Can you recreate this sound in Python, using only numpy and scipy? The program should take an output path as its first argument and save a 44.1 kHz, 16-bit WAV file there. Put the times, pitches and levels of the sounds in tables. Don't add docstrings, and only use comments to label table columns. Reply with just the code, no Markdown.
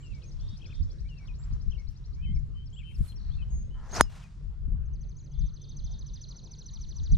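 import sys
import numpy as np
from scipy import signal
from scipy.io import wavfile
from scipy.ndimage import uniform_filter1d

SR = 44100
rng = np.random.default_rng(int(sys.argv[2]) if len(sys.argv) > 2 else 0)


def rack_gain(trim_db):
    fader = np.asarray(trim_db, float)
    return 10 ** (fader / 20)


def transcribe(signal):
    frames = np.atleast_2d(signal).T
    limited = np.clip(frames, -1, 1)
    pcm = np.round(limited * 32767).astype(np.int16)
    wavfile.write(sys.argv[1], SR, pcm)


N = 316223

# time_s, shaft_roar_db, head_hiss_db, edge_fizz_db
SWING_AIR = [
    [(3.78, -73, -80, -100), (3.876, -60, -68.5, -91), (3.91, -54.5, -64, -88.5)],
    [(3.91, -58, -62, -88), (3.922, -56, -52, -83), (3.928, -46, -58, -86), (3.95, -40.5, -41, -71.5),
     (3.968, -35, -38, -61.5), (3.982, -34, -43.5, -58), (4.0, -33.5, -44.5, -57.5)],
]
FOLLOW_THROUGH = [(4.012, -38, -47, -56.5), (4.021, -60, -53, -76.5), (4.046, -61.5, -63, -77),
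                  (4.075, -68.5, -72, -82.5), (4.101, -75, -78, -92)]
# time_s, pitch_hz, level_db
EDGE_TONES = [
    [(3.893, 5500, -69), (3.91, 6240, -59), (3.925, 7000, -51)],
    [(3.925, 6030, -53), (3.936, 6430, -40.5), (3.946, 6850, -40)],
]
# time_s, pitch_hz, level_db
WHIRR = [(3.982, 1405, -44), (3.995, 1423, -37.5), (4.008, 1450, -33)]
# pitch_hz, level_db, swell_t60_s
WAKE_HUM = (905, -17.5, .045)
IMPACT_S = 4.0092
# squash_hz, squash_db, recoil_hz, recoil_db, recoil_t60_s
BLOW = (1270, 7., 205, -2., .009)
# pitch_hz, level_db, t60_s
FACE = [(10080, -6.5, .005), (9240, -18, .011), (8766, -20.5, .011), (6127, -16, 0.00896),
        (6883, -13.5, 0.0069), (5160, -33.5, .1), (5800, -38, .03), (6600, -34, 0.068),
        (3044, -23.5, 0.0047), (7730, -26.5, .012), (11220, -20, .005), (13000, -27.5, .005)]
# pitch_hz, level_db, t60_s
CROWN = [(2300, -14, .06), (5950, -16, .08), (7700, -14, .08), (9500, -20, .06)]
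# delay_s, swell_s, decay_speed, level_db
TREE_LINES = [(0.084, 0.012, 3.6, -50), (0.104, 0.015, 3., -49), (.135, .03, 2.4, -45),
              (.195, .035, 1.58, -50.5), (0.022, .15, 0.36, -53)]
# frequency_hz, t60_s
TREE_DECAY = [(300, 0.4), (1200, 0.99), (3000, 0.66), (7000, 0.96), (12000, 0.35)]
# frequency_hz, left_right_likeness
TREE_LIKENESS = [(1200, 0.79), (3000, 0.86), (5500, 1), (10000, .1)]

# time_s, level_db
BRUSH = [
    (2.8, -97.5),
    (3.088, -64),
    (3.16, -90),
]
# frequency_hz, level_db
BRUSH_COLOUR = [(350, -25), (600, -6.5), (1360, -4), (2370, -5.5), (2950, -5.5), (6150, -9.5), (9760, -4.5),
                (15500, -16)]
# time_s, level_db
SNAPS = [(0.576, -74)]
# peak_s, spread_s, level_db
NUDGES = [(1.91, .03, -80), (2.47, .04, -88)]
# time_s, level_db
RUSTLE = [(1.15, -82), (1.25, -69), (1.33, -77), (1.48, -66.5), (1.7, -76.5), (2.9, -87), (3.3, -69),
          (3.6, -75.5)]
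# time_s, level_db
CREAK = [(3.74, -72), (3.75, -66.5), (3.8, -64.5), (3.87, -58.5), (3.92, -64), (3.94, -83)]

# start_s, length_s, from_hz, to_hz, peak_db
WARBLES = [(0.593, .013, 2900, 3350, -69), (0.65, 0.017, 2740, 2200, -57), (0.718, 0.015, 2750, 2260, -56),
           (0.873, 0.061, 3480, 3370, -75), (1.738, 0.027, 3300, 2710, -62.5),
           (1.774, 0.051, 2260, 2153, -63.5), (2.356, 0.028, 2400, 2100, -64.5),
           (2.726, 0.029, 3070, 3450, -62), (2.76, 0.036, 2840, 3450, -55.5),
           (2.799, 0.033, 2710, 2110, -60.5), (2.83, 0.013, 2150, 2730, -61),
           (2.917, .011, 2200, 2900, -66), (3.119, 0.0065, 3500, 2900, -60), (3.125, .008, 3500, 2930, -63),
           (3.309, .026, 3098, 3602, -64.5), (3.335, .02, 3600, 3620, -62.5),
           (3.381, 0.049, 2720, 2489, -62), (3.418, .022, 3082, 3005, -56.5)]
THROATY = [(2.852, 0.072, 2880, 2600, -62.5), (2.902, 0.023, 2520, 2150, -65.5),
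           (2.929, 0.031, 2900, 2630, -65)]
LONE_NOTES = [(3.078, 0.038, 4235, 4100, -55.5), (3.157, 0.017, 5620, 5574, -60),
              (3.485, 0.13, 7430, 6970, -70), (3.503, 0.13, 6600, 6460, -58.5),
              (3.855, .02, 5870, 7500, -72), (4.045, 0.064, 3004, 2713, -67)]
# time_s, pitch_hz, level_db
PHRASES = [
    [(.603, 2150, -74), (.612, 2710, -69), (.621, 3260, -55), (.625, 3280, -62), (.629, 2600, -63),
     (.637, 2580, -60), (.643, 2750, -67), (.648, 3340, -51)],
    [(.693, 2350, -74), (.705, 2550, -61), (.709, 2770, -65), (.713, 3120, -60), (.717, 3530, -65)],
    [(1.705, 2140, -76), (1.712, 2910, -68), (1.72, 3220, -53), (1.731, 2840, -64), (1.738, 2560, -61),
     (1.745, 2800, -68)],
    [(2.16, 2180, -78.5), (2.21, 2410, -71), (2.24, 2600, -61), (2.252, 2590, -59), (2.264, 2210, -67),
     (2.275, 2110, -68), (2.31, 2130, -70), (2.341, 2130, -73)],
]

STEPS = [(0, 3060, -4), (.03, 2780, -2), (.056, 2760, -2.5), (.062, 2740, -16), (.095, 2680, -2),
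         (.112, 2260, -9), (.13, 2300, -6), (.162, 2190, -6.5)]
STEP_TIMES = [(.027, -59.5), (1.088, -59)]
HOOK = [(0, 3800, -8), (.009, 3080, 1), (.017, 2520, 0), (.045, 2430, -2.5)]
HOOKS = [(.213, -65.5), (1.274, -59.5), (4.221, -63.5)]
LEAD = [(0, 2200, -2), (.015, 2280, 3), (.035, 2450, -6)]
LEADS = [(0, -74), (1.05, -67.5)]
PIPE = [(0, 3065, -10.5), (.02, 3056, -3), (.055, 3078, 0), (.092, 3110, -7), (.11, 3310, -23)]
PIPES = [(2.222, -57.5), (2.546, -62.5), (2.83, -56)]
SEEP = [(0, 6900, 4.5), (.015, 7400, 10), (.032, 7600, 2), (.062, 7560, 3), (.085, 7500, -19.5)]
SEEPS = [(0, -75), (1.385, -72.5), (2.729, -74)]
ARCH = [(0, 4500, -15), (.02, 5870, 1.5), (.04, 6600, 4), (.055, 6550, 6), (.072, 5600, 7)]
ARCHES = [(0.229, -68, 1.), (5.147, -71, 1.032)]
BUZZ = [(0, 3300, -10), (.04, 3580, -4), (.09, 3630, -3.5), (.13, 3720, 1), (.16, 3730, -1),
        (.172, 3440, -8)]
BUZZES = [(.395, -62, 1.), (.64, -64, 0.98), (5.315, -67.5, 0.98), (5.57, -65.5, 0.99),
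          (5.815, -64.5, 0.99), (6.059, -70.5, 0.98)]
DROP = [(0, 5630, -8.5), (.011, 5540, -0.5), (.022, 4700, -2), (.032, 3580, -21)]
DROPS = [(2.347, -61), (2.657, -61.5), (2.943, -61), (3.162, -60.5)]
SLASH = [(0, 4500, -13.5), (.005, 5720, 2.5), (.012, 7200, 3)]
RISE = [(0, 3663, 4), (.012, 4488.5, 11), (.022, 5694.5, 13), (.028, 6950, 1), (.032, 5600, -3),
        (.038, 4200, -2), (.048, 3300, -7)]
RISES = [(.047, -75.5), (.132, -73), (.219, -70.5), (.305, -72.5), (.39, -70), (.473, -70), (.556, -69.5),
         (.647, -68), (.733, -68.5), (.815, -69.5), (.897, -71), (.984, -72.5), (1.077, -73.5),
         (1.166, -73.5), (1.252, -73), (1.338, -73), (1.423, -72), (1.513, -72), (1.599, -72.5),
         (1.689, -72.5), (1.776, -72), (1.868, -73), (1.953, -72.5), (2.04, -72), (2.126, -73.5)]
FALL = [(.001, 5224, -20), (.006, 5945, -3.5), (.011, 6218, 2.5), (.017, 6163, 0), (.024, 5470, -10),
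        (.035, 4400, -0.5), (.044, 3772, -5.5), (.051, 2720, -20)]
FALLS = [(4.857, -69.5), (4.935, -60), (5.012, -56.5), (5.09, -56.5), (5.1661, -56), (5.2413, -57.5),
         (5.3161, -57), (5.3918, -55), (5.465, -54), (5.541, -52), (5.6179, -50.5), (5.6914, -50),
         (5.767, -48.5), (5.8426, -48.5), (5.9152, -48), (5.9899, -49), (6.066, -48), (6.138, -47),
         (6.2139, -45), (6.2886, -45.5), (6.363, -46.5), (6.439, -48), (6.5135, -47.5), (6.5884, -46.5),
         (6.6623, -45.5), (6.7362, -45), (6.8124, -45.5), (6.8892, -46.5), (6.964, -45.5), (7.0382, -45.5),
         (7.117, -45.5)]
# shape, then pace as start_s, period_s, level_db
FLICK = [(-.002, 7350, -11), (.003, 6700, -2), (.008, 6500, -2), (.02, 6450, -8)]
FLICK_PACE = (5.907, .0803, -72.5)
# body and tip shapes, then pace as start_s, period_s, level_db
RATTLE = [(.002, 4800, -3), (.007, 4300, 1), (.014, 3750, -3)]
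RATTLE_TIP = [(0, 5200, -5), (.005, 6300, -5)]
RATTLE_PACE = (3.192, .0174, -64.5)
NOTE_IN_DB, NOTE_PEAK, NOTE_OUT_DB = -5.5, .55, -4.5

# peak_s, spread_s, left_db, right_db
GUSTS = [(0.129, 0.024, -56, -24), (0.432, 0.28, -31, -33), (0.83, 0.075, -28, -22),
         (1.038, 0.12, -31, -35), (1.351, 0.11, -33, -34.5), (1.526, 0.088, -24, -28.5),
         (1.684, 0.13, -22.5, -32), (1.887, 0.049, -25, -41), (2.13, 0.13, -46, -41),
         (2.328, 0.22, -22.5, -27.5), (2.75, 0.48, -38.5, -41), (3.009, 0.03, -17.5, -21),
         (3.31, 0.26, -28.5, -36.5), (3.54, 0.4, -28.5, -30.5), (4.011, 0.088, -22, -31.5),
         (4.49, 0.11, -32, -43), (4.747, 0.17, -23, -27.5), (4.93, 0.26, -32.5, -33.5),
         (5.439, 0.085, -21, -29), (5.841, 0.16, -31, -30), (6.1, 0.45, -41, -39.5),
         (6.839, 0.23, -34.5, -36.5), (7.02, 0.056, -24.5, -29), (7.141, 0.055, -15, -17.5)]
# frequency_hz, level_db
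GUST_COLOUR = [(15, -8.5), (30, 1), (48, 1.5), (70, -2.5), (100, -10.5), (150, -20), (250, -44),
               (500, -92.5)]
GUST_FALL_DB, LULL_DB = 14, -53
# start_s, level_db, left_minus_right_db
POPS = [(0.528, -39.5, -0.5), (0.803, -40.5, -13), (1.52, -40, 1), (2.291, -34.5, 1), (3.002, -34.5, -7),
        (3.912, -45.5, 0.5), (4.479, -57, 7), (4.678, -36.5, 2), (7.115, -40, 6.0)]
POP_HZ, POP_T60_S = 190.7, 0.06
# pitch_hz, width_hz, level_db
DRONE = [
    (46, 13, -52),
    (95, 36, -54.5),
    (140.5, 19.45, -54.5),
    (183.4, 67, -62.5),
]
# frequency_hz, level_db_per_hz
MEADOW = [(160, -30), (280, -6.5), (471, -13.5), (807, -23), (923, -20), (1580, -23.5), (2250, -30),
          (3040, -31.5), (7500, -43), (10400, -53.5), (15500, -72.5)]
# time_s, low_hiss_db, high_hiss_db
LEAVES = [
    [(0.0, -72.5, -89), (2.08, -75.5, -97), (3.7, -75.5, -95)],
    [(4.45, -77, -95), (4.68, -74.5, -103), (7.17, -72.5, -101.5)],
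]
# frequency_hz, left_right_likeness
LEAF_LIKENESS = [(60, 0.0112), (180, 0.37), (550, 0.4418), (1650, 0.18), (4970, 0.39), (15000, -0.43)]


def crack():
    squash_hz, squash_db, recoil_hz, recoil_db, recoil_t60 = BLOW
    t, blow = np.arange(6000) / SR, np.zeros(N)
    gone_s = IMPACT_S + 1 / squash_hz
    squash = rack_gain(squash_db) * np.sin(2 * np.pi * squash_hz * t) * np.clip(t / .0004, 0, 1)
    add(blow, IMPACT_S, squash * (t < 1 / squash_hz))
    recoil = rack_gain(recoil_db - 60 * t / recoil_t60) * np.cos(2 * np.pi * recoil_hz * t)
    add(blow, gone_s, recoil * np.clip(t / 0.000067, 0, 1))
    hum_hz, hum_db, hum_t60 = WAKE_HUM
    hum = rack_gain(hum_db - 60 * t / hum_t60) * np.sin(2 * np.pi * hum_hz * t + .9)
    add(blow, IMPACT_S - 500 / SR, -hum[500:0:-1])
    ring = np.zeros(N)
    for hz, db, t60 in FACE:
        add(ring, gone_s, rack_gain(db - 60 * t / t60) * np.sin(2 * np.pi * hz * t))
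    turf = rack_gain(-33.5 - 60 * t / 0.035) * rng.standard_normal(len(t))
    add(blow, gone_s, signal.lfilter(*signal.butter(2, 9000, fs=SR), turf))
    off_turf = signal.lfilter(*signal.butter(2, [7500, 10500], "band", fs=SR), ring)
    return blow, ring + rack_gain(-11) * later(off_turf, 0.0028)


def swing():
    rows = [(3.7, -95, -110, -110)] + SWING_AIR[0] + SWING_AIR[1][1:] + FOLLOW_THROUGH
    out = burst(rows, band(300, 1189, 10.89), 0.79, 2.4)
    out += burst(rows, band(4400, 6000, 25), 0.6, 3.2, column=2)
    out += burst(rows, band(8000, 10500, 30), .1, 3.2, column=3)
    for tone_rows in EDGE_TONES + [WHIRR]:
        add(out, *tone(tone_rows))
    return out


def crown():
    t, out = np.arange(6000) / SR, np.zeros(N)
    for hz, db, t60 in CROWN:
        add(out, IMPACT_S, rack_gain(db - 60 * t / t60) * np.sin(2 * np.pi * hz * t))
    return out


def tree_lines(blow, ring):
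    click = 25.0 * signal.unit_impulse(N, round(IMPACT_S * SR))
    far = signal.lfilter(*signal.butter(1, [350, 2600], "band", fs=SR), click) + 0.13 * (blow + ring)
    out = rack_gain(-56) * echoes(crown(), .088, .012, 4.5, clump_db=1.2)
    for delay_s, swell_s, speed, db in TREE_LINES:
        out += rack_gain(db) * echoes(far, delay_s, swell_s, speed, clump_db=1.7)
    return out


def grass():
    sweep = burst(BRUSH, lambda hz: read(BRUSH_COLOUR, hz), 0.47, 2.5)
    out = rack_gain([[4], [8.5]]) * sweep + burst(RUSTLE, band(1100, 1100, 9.9), 0.66, 3.1)
    for s, db in SNAPS:
        out += burst([(s, db), (s + 0.008, db - 14)], band(8000, 11000, 20), 0.47, 2.3)
    for s, spread_s, db in NUDGES:
        rows = [(s - spread_s, db - 7), (s, db), (s + spread_s, db - 8)]
        out += burst(rows, band(8500, 12500, 20), .3, 2.5)
    return out


def creak():
    unevenness = evened(uniform_filter1d(rng.standard_normal(N), 80))
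    turns = np.cumsum(300 * np.clip(1 + .35 * unevenness, .1, 3)) / SR
    slips = np.diff(np.floor(turns), prepend=0) * rack_gain(3.4 * rng.standard_normal(N))
    t = np.arange(500) / SR
    modes = [(1030, 1), (1310, .9), (1620, 0.6)]  # pitch_hz, strength
    ring = rack_gain(-60 * t / 0.013) * sum(g * np.sin(2 * np.pi * hz * t) for hz, g in modes)
    ring = ring * np.clip(t / 0.0008, 0, 1)
    return rack_gain(along(CREAK) + 1.5) * evened(signal.oaconvolve(slips, ring)[:N])


def warbler_song():
    out = repeated(STEPS, STEP_TIMES) + repeated(HOOK, HOOKS) + repeated(LEAD, LEADS)
    for rows in PHRASES:
        add(out, *tone(rows, fading_db=3.0))
    wide_shake = glide(2.788, .02, 2980, 2880, -55.5)
    add(out, *tone(wide_shake, flutter=0.089, flutter_hz=125.7))
    for note in WARBLES:
        add(out, *tone(glide(*note), flutter=.014, fading_db=2.))
    for note in THROATY:
        add(out, *tone(glide(*note), flutter=0.06, flutter_hz=85.7, fading_db=0.0))
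    slow_shake = glide(3.699, 0.11, 2990, 3070, -70)
    add(out, *tone(slow_shake, flutter=.025, flutter_hz=70., fading_db=4.))
    return out


def buzzer_song():
    out = repeated(SEEP, SEEPS) + repeated(ARCH, ARCHES)
    out += repeated(BUZZ, BUZZES, flutter=.055, flutter_hz=340., fading_db=1.5)
    upper = np.array(BUZZ) * [1, 1.22, 1]
    return out + repeated(upper, BUZZES, 0., -15., flutter=.045, flutter_hz=340., fading_db=4.)


def other_songs():
    out = repeated(DROP, DROPS) + repeated(SLASH, DROPS[:3], .039, -11.5)
    for note in LONE_NOTES:
        add(out, *tone(glide(*note)))
    return out


def rattler_song():
    events = steady(*RATTLE_PACE, -0.13, count=11)
    return repeated(RATTLE, events, fading_db=1.5) + repeated(RATTLE_TIP, events, fading_db=3.)


def faller_song():
    sagging = [(s, db, 1.012 - 0.016 * (s - 5)) for s, db in FALLS]
    trill = repeated(FALL, sagging, -.0075, -5.5, fading_db=2.2)
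    trill += repeated(FLICK, steady(*FLICK_PACE, .6, count=16), fading_db=5.)
    shy = .45 * np.clip((5.5 - np.arange(N) / SR) / .3, 0, 1)
    trill -= shy * signal.filtfilt(*signal.butter(3, 5400, fs=SR), trill)
    dull = signal.lfilter(*signal.butter(5, 4900, fs=SR), trill)
    trill += rack_gain(-12) * later(dull, 0.039) + rack_gain(-22) * later(trill, .017)
    return trill, dull


def birds():
    warbler, piper, buzzer = warbler_song(), repeated(PIPE, PIPES), buzzer_song()
    others, rattler = other_songs(), rattler_song()
    riser = repeated(RISE, RISES, 0., -2., fading_db=2.5)
    riser += rack_gain(-9) * later(riser, .012)
    faller, dull = faller_song()
    near = placed(warbler, 11, -.3) + placed(piper, 26, -1.5) + placed(others + rattler, 6.5, -2.2)
    near += placed(riser, 6, -3.5) + placed(buzzer + faller, -1., .4)
    into_leaves = warbler + piper + others + 1.3 * buzzer + rack_gain(8) * rattler + rack_gain(4) * riser
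    leafy = rack_gain([[-13], [-19]]) * echoes(into_leaves, .004, .01, 2.2)
    into_trunks = 1.25 * dull + .18 * faller + rack_gain(-10) * riser
    return near + leafy + rack_gain(-9.5) * echoes(into_trunks, .012, .012, 1.5)


def wind():
    lumps = noise(lambda hz: read(GUST_COLOUR, hz), -0.0038, 0.32, size=4096)
    t = np.arange(0, N + 100, 100) / SR
    power = rack_gain(2 * LULL_DB)
    for s, spread_s, left_db, right_db in GUSTS:
        peak_db = np.array([[left_db], [right_db]])
        power = power + rack_gain(2 * (peak_db - GUST_FALL_DB * abs(t - s) / spread_s))
    port_db = np.array([np.interp(np.arange(N) / SR, t, 10 * np.log10(p)) for p in power])
    tumble = noise(band(95, 160, 30), 0.96, 1.3, size=2048)
    return rack_gain(port_db) * lumps + rack_gain(1.7 * (port_db + 29.0) - 47.5) * tumble


def pops():
    t, out = np.arange(3000) / SR, np.zeros((2, N))
    knock = np.clip(t / 0.0043, 0, 1) * rack_gain(-60 * t / POP_T60_S) * np.sin(2 * np.pi * POP_HZ * t)
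    for s, db, pan_db in POPS:
        add(out, s, rack_gain(db + 6 + np.array([[pan_db / 2], [-pan_db / 2]])) * knock)
    return out


def engine_colour(hz):
    humps = [rack_gain(2 * db) / w / (1 + ((hz - f) / (w / 2)) ** 2) ** 2 for f, w, db in DRONE]
    return 10 * np.log10(sum(humps))


def meadow():
    hum = rack_gain(-45.5) * noise(engine_colour, 1.0, 1.2, size=8192)
    rows = LEAVES[0] + LEAVES[1]
    low = noise(lambda hz: read(MEADOW, hz) + band(1, 3000, 9)(hz), LEAF_LIKENESS, 3.7)
    high = noise(lambda hz: read(MEADOW, hz) + band(4500, 20000, 9)(hz), LEAF_LIKENESS, 2.0)
    return hum + rack_gain(along(rows) + 8.0) * low + rack_gain(along(rows, column=2) + 20) * high


def read(points, hz):
    f, value = np.transpose(points)
    return np.interp(np.log(hz + 1), np.log(f + 1), value)


def along(rows, column=1):
    rows = np.array(rows, float)
    return np.interp(np.arange(N) / SR, rows[:, 0], rows[:, column], left=-150, right=-150)


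def evened(x):
    return x / np.sqrt(np.mean(x ** 2) + 1e-20)


def add(mix, s, sound):
    part = mix[..., max(round(s * SR), 0):][..., :sound.shape[-1]]
    part += sound[..., :part.shape[-1]]


def later(x, s):
    return np.pad(x, (round(s * SR), 0))[:N]


def band(lo_hz, hi_hz, slope_db):
    def colour(hz):
        below = np.maximum(np.log2(lo_hz / (hz + 1)), 0)
        above = np.maximum(np.log2((hz + 1) / hi_hz), 0)
        return -slope_db * (below + above)
    return colour


def noise(colour, same, patchy_db, size=1024, count=N):
    frames, hz = 4 * count // size + 5, np.fft.rfftfreq(size, 1 / SR)
    a, b, c, d, patch = rng.standard_normal((frames, len(hz), 5)).T
    patch = evened(uniform_filter1d(uniform_filter1d(patch, 10, axis=0), 12, axis=1))
    same = np.clip(same if np.isscalar(same) else read(same, hz)[:, None], -1, 1)
    left, own = a + 1j * b, c + 1j * d
    z = np.array([left, same * left + np.sqrt(1 - same ** 2) * own])
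    z *= rack_gain(colour(hz)[:, None] + patchy_db * patch)
    return evened(signal.istft(z, nperseg=size, noverlap=3 * size // 4)[1][:, :count])


def burst(rows, colour, same, patchy_db, column=1):
    out, a, b = np.zeros((2, N)), round(rows[0][0] * SR), round(rows[-1][0] * SR)
    out[:, a:b] = noise(colour, same, patchy_db, size=256, count=b - a)
    return out * rack_gain(along(rows, column=column))


def placed(x, pan_db, lag):
    k, share = np.arange(-8, 9), 2 / (1 + rack_gain(pan_db))
    window = np.hanning(19)[1:-1]
    ports = [(2 - share, lag / 2), (share, -lag / 2)]
    return np.array([g * np.convolve(x, np.sinc(k - d) * window, "same") for g, d in ports])


def echoes(x, start_s, rise_s, speed, clump_db=0.5):
    hz, t, z = signal.stft(rng.standard_normal((2, SR)), SR, nperseg=256)
    same = np.clip(read(TREE_LIKENESS, hz), 0, 1)[:, None]
    z = np.array([z[0], same * z[0] + np.sqrt(1 - same ** 2) * z[1]])
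    decay = rack_gain(-60 * speed * t / read(TREE_DECAY, hz)[:, None])
    tail = signal.istft(z * decay, SR, nperseg=256)[1][:, :SR]
    clumps_db = clump_db * evened(uniform_filter1d(rng.standard_normal(SR), 500))
    tail = tail * np.clip(np.arange(SR) / SR / rise_s, 0, 1) * rack_gain(clumps_db)
    tail = np.pad(tail / np.linalg.norm(tail[0]), ((0, 0), (round(start_s * SR), 0)))
    return signal.fftconvolve(x[None], tail, axes=1)[:, :N]


def tone(rows, flutter=0., flutter_hz=118.7, fading_db=0.):
    s, hz, db = np.transpose(rows)
    t = np.arange(s[0], s[-1], 1 / SR)
    shake = flutter * np.sin(2 * np.pi * flutter_hz * t)
    hz = uniform_filter1d(np.interp(t, s, hz), 110, mode="nearest") * (1 + shake)
    edge = np.clip(np.minimum(t - t[0], t[-1] - t) / 0.0015, 0, 1) ** 2
    db = np.interp(t, s, db) + fading_db * evened(uniform_filter1d(rng.standard_normal(len(t)), 200))
    for _ in range(2):
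        db = uniform_filter1d(db, 60, mode="nearest")
    edge = edge * (1 - 5 * shake)
    cycles = np.cumsum(hz) / SR + rng.random()
    return t[0], np.sqrt(2) * rack_gain(db) * edge * np.sin(2 * np.pi * cycles)


def glide(start_s, length_s, from_hz, to_hz, db):
    return [(start_s, from_hz, db + NOTE_IN_DB),
            (start_s + NOTE_PEAK * length_s, from_hz + NOTE_PEAK * (to_hz - from_hz), db),
            (start_s + length_s, to_hz, db + NOTE_OUT_DB)]


def steady(start_s, period_s, db, slope_db, count):
    return [(start_s + k * period_s, db + slope_db * k) for k in range(count)]


def repeated(shape, events, offset_s=0., gain_db=0., **voice):
    out = np.zeros(N)
    for s, db, *factor in events:
        pitch = factor[0] if factor else 1
        start_s, sound = tone(np.array(shape) * [1, pitch, 1], **voice)
        add(out, s + offset_s + start_s, rack_gain(db + gain_db) * sound)
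    return out


def scene():
    blow, ring = crack()
    club = placed(blow, -1.6, 1.8) + placed(ring, -3.2, .8) + placed(creak(), 1, .7)
    club[0] = signal.filtfilt(*signal.butter(2, 12500, fs=SR), club[0])
    return club + swing() + tree_lines(blow, ring) + grass() + birds() + wind() + pops() + meadow()


def roll_off(x):
    return signal.sosfilt(signal.butter(12, 16320, fs=SR, output="sos"), x)


def record(dry):
    overloaded = .97 * np.tanh(dry / .97)
    mix = signal.sosfilt(signal.butter(6, 14500, fs=SR, output="sos"), overloaded)
    return roll_off(mix)


dry = scene()
out = record(dry)
transcribe(out)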